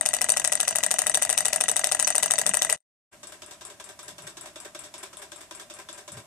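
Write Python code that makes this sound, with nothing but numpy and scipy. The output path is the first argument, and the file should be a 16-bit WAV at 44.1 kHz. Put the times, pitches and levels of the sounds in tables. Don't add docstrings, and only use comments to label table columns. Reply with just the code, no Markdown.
import sys
import numpy as np
from scipy import signal
from scipy.io import wavfile
from scipy.ndimage import uniform_filter1d

SR = 44100
rng = np.random.default_rng(int(sys.argv[2]) if len(sys.argv) > 2 else 0)


def file_out(sig):
    cols = np.atleast_2d(sig).T
    lim = np.clip(cols, -1, 1)
    pcm = np.round(lim * 32767).astype(np.int16)
    wavfile.write(sys.argv[1], SR, pcm)


def linear_from_db(decibels):
    return 10 ** (np.asarray(decibels, float) / 20)


N = 276063
CUT_S = 3.0

# ring time t60 in seconds, left over right in dB.
ENGINE_MODES = [(0.039, 3.5), (0.074, 2.5), (0.047, -4.5), (0.051, 2), (0.01, -3.5), (0.0045, 7),
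                (0.022, -12), (0.024, 5), (0.0099, 6), (0.01, -4.5), (0.0045, -4.5), (0.012, 7.5),
                (0.0034, 5), (0.056, -4.5), (0.0025, 7), (0.011, 11), (0.0058, 14.5), (0.0027, 14),
                (0.0032, 12), (0.0029, -4), (0.067, 2.2), (0.022, 4.5), (0.0065, 8.5)]
ENGINE_HZ = [460, 600, 660, 740, 920, 1300, 1630, 1950, 2520, 2860, 3650, 4650, 5600, 6110, 6800, 7910,
             8620, 9350, 10200, 11300, 12500, 13300, 14400]
ENGINE_LEAD = [0, 0, 0, 0, 0, .2, .2, .1, .3, .5, -2.5, .4, 1.2, -1.5, 1.5, 1.4, 2.8, -1.5, .3, -.5, -.3, 1,
               1.5]
ENGINE_RINGS = [
    [-28.5, -7.5, -9.5, -6, -5, 3.5, -16, 2, -8, -12.5, -2, -37.5, -15, -22, 10.5, -1.5, 6.5, -10.5, -22,
     -37.5, -35, -36, -27],
    [-27, -13.5, -21.5, -16, 1.5, 2.9, -8, -4, 4.5, -0.5, 1, -18, 1.5, -20.5, 4.5, -8, -1, 4, 2.5, -34,
     -28.5, -27.5, -17],
    [-4.5, -23.5, -5.5, -11.5, -9, -7, -21, -41, -27.5, -2, -21.5, -22, -18, -16, -30, -8.5, -4.5, -19.5,
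     -14.5, -24, -32.5, -34.5, -25],
    [-12, -11, -6.5, -6.5, 0, 5.5, -3, 6.5, -16.5, -20.5, -10.5, -24, -20.5, -27, 0.5, -21, 3.5, -32.5, -15,
     -25, -37.5, -30, -22],
    [-17.5, -18, -5, -11, -2, -10.5, -15, -3, -1.5, 1, 1, -5.5, -7.5, -0.5, -0.5, -7, -42, -31, -21, -20.5,
     -35.5, -34.5, -32],
]
# length in seconds, decay in dB, first blow in dB, share of it spent rising.
ENGINE_CHATTER = [
    (.004, 8, -2, .4),
    (.0022, 14, 1, .3),
    (.004, 16, 5, .15),
    (.0035, 12, 2, .25),
    (.005, 12, 4, .15),
]
# turns done, time in seconds.
FLYWHEEL = [(-1, -.0226), (10, .8297), (20, 1.6043), (25, 1.9924), (30, 2.381), (35, 2.7704)]
# lag in the turn in seconds, treble blow in dB, its spread in dB,
# base-plate blow in dB, its spread in dB.
ENGINE_KNOCKS = [
    (0.0001, -25, -4, -24, 1.4),
    (.0061, -8.5, -0.14, -26, 1.6),
    (.0137, -11, 1.8, -32, 2.5),
    (.0335, -9.5, 1.24, -29, -1.4),
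    (0.0539, -35, 7, -33, 1.5),
]
# time in seconds, extra level in dB.
ENGINE_ODD = [(.1474, 4), (.2099, 0), (0.3017, 10.5), (0.3386, 5), (.4173, 1.5), (0.4428, 6.5),
              (.5331, 3.5), (.6106, 5), (.688, 5), (.7087, -6.5), (.7262, 5.5), (.8297, -1.5),
              (0.9202, -1.5), (1.1526, 6), (1.2928, 6), (1.3079, 2), (1.0755, 1), (1.385, 8), (1.6957, 4.5),
              (1.849, -1), (1.9143, 3.5), (2.0075, -3), (2.1612, 2.5), (2.1998, 2), (2.318, 6.5),
              (2.4735, -2), (2.5502, 2)]
# time in seconds, level in dB.
ENGINE_DRIVE = [
    (0, 1.5),
    (1.4, 2.23),
    (2.8, 2.86),
]


def engine():
    span = (0, CUT_S)
    knocks = knocks_of(FLYWHEEL, ENGINE_KNOCKS, ENGINE_ODD, ENGINE_DRIVE, slack_s=.0003, span=span)
    return linear_from_db(1.5) * clatter(
        knocks, ENGINE_HZ, ENGINE_MODES, ENGINE_LEAD, ENGINE_RINGS, ENGINE_CHATTER,
        count=10, alike=.96, apart_hz=12000, rub_db=-60.0, rub_tilt_db=4.5, span=span,
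        uneven_db=1.5, early_s=.0008, longest_s=.085, shiver_db_per_s=600, grit_db=6)


# ring time t60 in seconds, left over right in dB.
MOTOR_MODES = [(0.066, -1), (0.05, -4), (0.052, 4.8), (0.022, -7.5), (0.014, 2.6), (0.0068, -3), (0.012, 9),
               (0.0078, -27), (0.0053, 5.5), (0.0035, -1.5), (0.0051, -1), (0.0044, 7), (0.0014, -3),
               (0.0037, -6), (0.0079, 7), (0.021, 15.5), (0.0035, 16.5), (0.0038, 21), (0.011, 5),
               (0.002, 5.5), (0.0054, -3)]
MOTOR_HZ = [339, 410, 590, 735, 975, 1220, 1580, 1800, 2260, 2740, 3540, 4500, 5500, 6700, 7600, 8000, 8600,
            9600, 10700, 12000, 13600]
MOTOR_RINGS = [
    [-4, -22, -2, -11, 3, 6.5, -0.5, -12, 1.5, 8.8, 2, -9.5, 7.5, -0.5, -15, -9.5, -5, -13.5, -16, -6, -18],
    [-9.5, 3, -4, 7, 13, 22, 9, -1.5, 15, 19, -9, -17, -1.5, -22, -1, -12, -2.5, -9.5, -8, -17, -25],
    [-12.5, -11, -9.5, -8, -4, 0.5, -5, -10.5, 0.61, 1.7, 2, -8.5, 9, -1, -2.5, -8.5, 0, -7.5, -12.5, -1,
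     -22],
]
# length in seconds, decay in dB, first blow in dB, share of it spent rising.
MOTOR_CHATTER = [
    (.04, 20, 8, .05),
    (.04, 14, 17, .05),
    (.06, 22, 2, .08),
    (.04, 8, 0, .5),
]
# turns done, time in seconds.
ROTOR = [
    (-1, 3.0416),
    (16, 6.2695),
]
# lag in the turn in seconds, treble blow in dB, its spread in dB,
# base-plate blow in dB, its spread in dB.
MOTOR_KNOCKS = [
    (0.0001, -36, 0.26, -45, 0.38),
    (0.041, -37.5, 0.54, -67, 1.3),
    (0.0881, -38, .8, -40, 1.2),
    (.048, -52, 1.1, -46, 0.37),
]
# time in seconds, extra level in dB.
MOTOR_ODD = [(3.1294, -12.5), (3.2722, 1.5), (3.4633, -3.5), (3.6524, 5), (4.7923, 1.5), (4.08, 4.5),
             (4.2228, -4), (4.268, 3), (5.0295, 4), (5.1312, -5.5), (5.3613, -3.5), (5.5964, 1.5),
             (5.7398, -3.5)]
# time in seconds, level in dB.
MOTOR_DRIVE = [
    (3.1, -1),
    (3.7, -0.5),
    (4.4, 1.6),
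    (5.2, 0.93),
    (6.26, 1.4),
]


def motor():
    span = (CUT_S, N / SR)
    knocks = knocks_of(ROTOR, MOTOR_KNOCKS, MOTOR_ODD, MOTOR_DRIVE, slack_s=.0008, span=span)
    rings = MOTOR_RINGS + MOTOR_RINGS[2:]
    return linear_from_db(10.0) * clatter(
        knocks, MOTOR_HZ, MOTOR_MODES, np.zeros(len(MOTOR_HZ)), rings, MOTOR_CHATTER,
        count=250, alike=.65, apart_hz=2140, rub_db=-94.0, rub_tilt_db=-1.0, span=span,
        uneven_db=4, early_s=.003, longest_s=.09, shiver_db_per_s=200, grit_db=3.5)


def knocks_of(shaft, habits, odd, drive, slack_s, span):
    turns, passed = np.transpose(shaft)
    turn_s = np.interp(np.arange(turns[0], turns[-1] + 1), turns, passed)
    lag, treble_db, treble_spread, plate_db, plate_spread = np.transpose(habits)[..., None]
    slip, bright, deep = rng.standard_normal((len(turn_s), len(habits), 3)).T
    s = turn_s + lag + slack_s * slip
    extra_db = np.zeros(s.shape)
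    for when, db in odd:
        nearest = np.unravel_index(abs(turn_s + lag - when).argmin(), s.shape)
        s[nearest], extra_db[nearest], bright[nearest] = when, db, 0
    force_db = np.interp(s, *np.transpose(drive))
    treble = treble_db + force_db + extra_db + treble_spread * bright
    plate = plate_db + force_db + .5 * extra_db + plate_spread * deep
    rows = np.stack([s, treble, plate], -1)
    return [joint[(joint[:, 0] > span[0]) & (joint[:, 0] < span[1])] for joint in rows]


def complex_noise(*shape):
    return (rng.standard_normal(shape) + 1j * rng.standard_normal(shape)) / np.sqrt(2)


def bounces(s, chatter, count, share, uneven_db, early_s):
    length, decay_db, first_db, rise = chatter
    habit = rng.random(count)
    late = abs(habit + (1 - share) * rng.uniform(-0.54, .5, (len(s), count)))
    late[:, 0] = abs(rise)
    size = linear_from_db(-decay_db * late + uneven_db * rng.standard_normal(late.shape))
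    size = size * np.minimum(late / abs(rise), 1)
    size = np.where(np.arange(count) > 0, size, linear_from_db(first_db)) / np.sqrt(count)
    return s[:, None] - early_s + length * late, size


def shivering(drive, shiver_db_per_s, grit_db):
    power = abs(drive[:, 0]).mean(0) ** 2
    shaken = signal.lfilter([1], [1, -linear_from_db(-shiver_db_per_s / SR)], power)
    wander = uniform_filter1d(rng.standard_normal(len(power)), size=25) * 4.07
    return linear_from_db(grit_db * wander) * np.sqrt(shaken / shaken.mean())


def clatter(knocks, hz, modes, lead, rings, chatter, count, alike, apart_hz, rub_db, rub_tilt_db, span,
            uneven_db, early_s, longest_s, shiver_db_per_s, grit_db):
    plate_top_hz = 3200
    hz, (t60, balance_db) = np.array(hz), np.transpose(modes)
    start, stop = (round(s * SR) for s in span)
    length = stop - start
    drive = np.zeros((len(hz), 2, length), np.complex64)
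    apart = np.clip(hz / apart_hz, 0, 1)[:, None, None]
    share = np.clip(alike, 0, 1)
    for rows, ring_db, joint_chatter in zip(knocks, rings, chatter):
        s, treble_db, plate_db = np.transpose(rows)
        touch_s, size = bounces(s, joint_chatter, count, share, uneven_db, early_s)
        blow_db = np.where(hz[:, None] < plate_top_hz, plate_db, treble_db)
        blow = linear_from_db(blow_db + np.array(ring_db)[:, None])
        spot = np.exp(2j * np.pi * rng.random((len(hz), 1, count)))
        left, other = complex_noise(len(s), count, len(hz), 2).T.swapaxes(2, 3)
        left = share * spot + np.sqrt(1 - share ** 2) * left
        right = np.sqrt(1 - apart ** 2) * left + apart * other
        at = np.clip(np.round(touch_s * SR).astype(int) - start, 0, length - 1)
        force = (blow[..., None] * size)[:, None]
        np.add.at(drive, (slice(None), slice(None), at), np.stack([left, right], 1) * force)
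    shiver = shivering(drive, shiver_db_per_s, grit_db)
    rub = linear_from_db(rub_db + np.mean(rings, 0) + rub_tilt_db * np.log2(hz / 2000))
    out = np.zeros((2, N))
    for k in range(len(hz)):
        left, other = rng.standard_normal((2, length))
        rubbed = np.array([left, np.sqrt(1 - apart[k, 0] ** 2) * left + apart[k, 0] * other])
        turn = np.exp(2j * np.pi * hz[k] / SR)
        soft = np.exp(-hz[k] / (SR * .9))
        decay = linear_from_db(-60 / (np.clip(t60[k], 1e-3, longest_s) * SR))
        poles = np.poly([turn * decay, turn * soft])
        rung = signal.lfilter([1 - soft], poles, drive[k] + rub[k] * shiver * rubbed)
        ports = linear_from_db([[balance_db[k] / 2], [-balance_db[k] / 2]]) * np.exp([[1j * lead[k]], [0]])
        out[:, start:stop] += (ports * rung).real
    return out


# start in seconds, level in dB, pitch in Hz, length in seconds.
BUMPS = [
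    (2.419, -45.5, 192, 0.13),
    (4.052, -58.5, 153, 0.16),
    (4.19, -52, 160, 0.11),
    (4.3, -67, 113, 0.26),
    (6.094, -57, 186, 0.057),
    (6.107, -47.5, 131, 0.13),
    (6.087, -56, 576, 0.15),
]


def bumps():
    out = np.zeros(N)
    u = np.arange(1500) / SR
    for s, db, hz, length in BUMPS:
        t = np.arange(round(length * SR)) / SR
        shell = u * np.exp(-np.pi * 90 * u) * np.cos(2 * np.pi * hz * u)
        thud = signal.fftconvolve(rng.standard_normal(SR // 2), shell - shell.mean(), "same")[:len(t)]
        thud = linear_from_db(db) * thud / thud.std() * np.sin(np.pi * t / length)
        part = out[round(s * SR):][:len(t)]
        part += thud[:len(part)]
    return out


def read(points, hz):
    f, value = np.transpose(points)
    return np.interp(np.log(hz + 1), np.log(f + 1), value)


# frequency in Hz, likeness from -1 to 1.
SAME = [
    (60, .55),
    (300, .75),
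    (700, .93),
    (1400, .4),
    (3000, .1),
    (15000, .05),
]


def two_ports(left, other, hz):
    same = np.clip(read(SAME, hz), -1, 1)[:, None]
    return np.array([left, same * left + np.sqrt(1 - same ** 2) * other])


# frequency in Hz, t60 in seconds.
ROOM = [
    (300, 0.04),
    (1500, 0.093),
    (5000, 0.19),
    (12000, 0.02),
]


def room(x):
    taps = np.zeros((2, SR // 2))
    at = np.arange(100, SR // 2 - 20, 20) + rng.integers(0, 20, (2, (SR // 2 - 101) // 20))
    np.put_along_axis(taps, at, rng.choice([-1., 1.], at.shape), 1)
    hz, t, (left, other) = signal.stft(taps, SR, nperseg=256)
    fade = linear_from_db(-60 * t / read(ROOM, hz)[:, None])
    tail = signal.istft(two_ports(left, other, hz) * fade, SR, nperseg=256)[1]
    return signal.fftconvolve(x, tail / np.linalg.norm(tail[0]), axes=1)[:, :N]


# frequency in Hz, level in dB per Hz.
HUSH = [
    (12, -40),
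    (20, -0.5),
    (252, -3),
    (341, -8.5),
    (487, -21),
    (591, 3.5),
    (845, -11),
    (4530, -15.5),
    (8080, -9.5),
    (14400, -22.5),
]


def hush():
    hz, t = np.fft.rfftfreq(1024, 1 / SR), np.arange(N // 256 + 5) * 256 / SR
    left, other = complex_noise(len(t), len(hz), 2).T
    near_db = (t < CUT_S) * read([(40, 5.1), (300, 12.8), (2000, 4.05)], hz)[:, None]
    z = two_ports(left.T, other.T, hz) if left.shape[0] != len(hz) else two_ports(left, other, hz)
    z = z * linear_from_db(read(HUSH, hz)[:, None] + near_db)
    return linear_from_db(-64.5) * signal.istft(z, nperseg=1024, noverlap=768)[1][:, :N]


def scene():
    near, far = engine(), motor()
    echoes = room(linear_from_db(-15.5) * near + linear_from_db(-7.0) * far)
    return near + far + echoes + hush() + bumps()


def thinned(x):
    margin_db = [(3000, -45), (4500, -18), (7500, -34), (11000, -26), (13000, -20), (14700, -14), (16000, -12)]
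    hz, t, z = signal.stft(x, SR, nperseg=512, noverlap=384)
    power = abs(z) ** 2
    patch = uniform_filter1d(uniform_filter1d(power, size=9, axis=1), size=5, axis=2)
    loud = uniform_filter1d(power.mean(1, keepdims=True), size=40, axis=2)
    short_db = 6 * rng.standard_normal((len(t) // 8 + 1, len(hz) // 8 + 1, 2)).T
    short_db = short_db.repeat(8, axis=1).repeat(8, axis=2)[:, :len(hz), :len(t)]
    loud = loud * linear_from_db(short_db)
    over = patch / (loud + 1e-20) / linear_from_db(2 * read(margin_db, hz))[:, None]
    keep = np.clip(over ** 3, 0, 1)
    return signal.istft(z * keep, SR, nperseg=512, noverlap=384)[1][:, :N]


def low_pass(x):
    return signal.sosfilt(signal.butter(12, 16480, fs=SR, output="sos"), x)


# time in seconds, gain in dB.
EDIT = [
    (2.762, 0),
    (2.765, -22),
    (2.78, -47),
    (2.83, -62),
    (2.84, -140),
    (3.1, -140),
    (3.116, -20),
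    (3.13, 0),
]


def record(dry):
    limited = .72 * np.tanh(dry / .72)
    banded = signal.sosfilt(signal.butter(10, 14750, fs=SR, output="sos"), limited)
    banded = signal.sosfilt(signal.butter(2, 45, "high", fs=SR, output="sos"), banded)
    s, db = np.transpose(EDIT)
    edited = thinned(banded) * linear_from_db(np.interp(np.arange(N) / SR, s, db))
    return low_pass(edited)


dry = scene()
out = record(dry)
file_out(out)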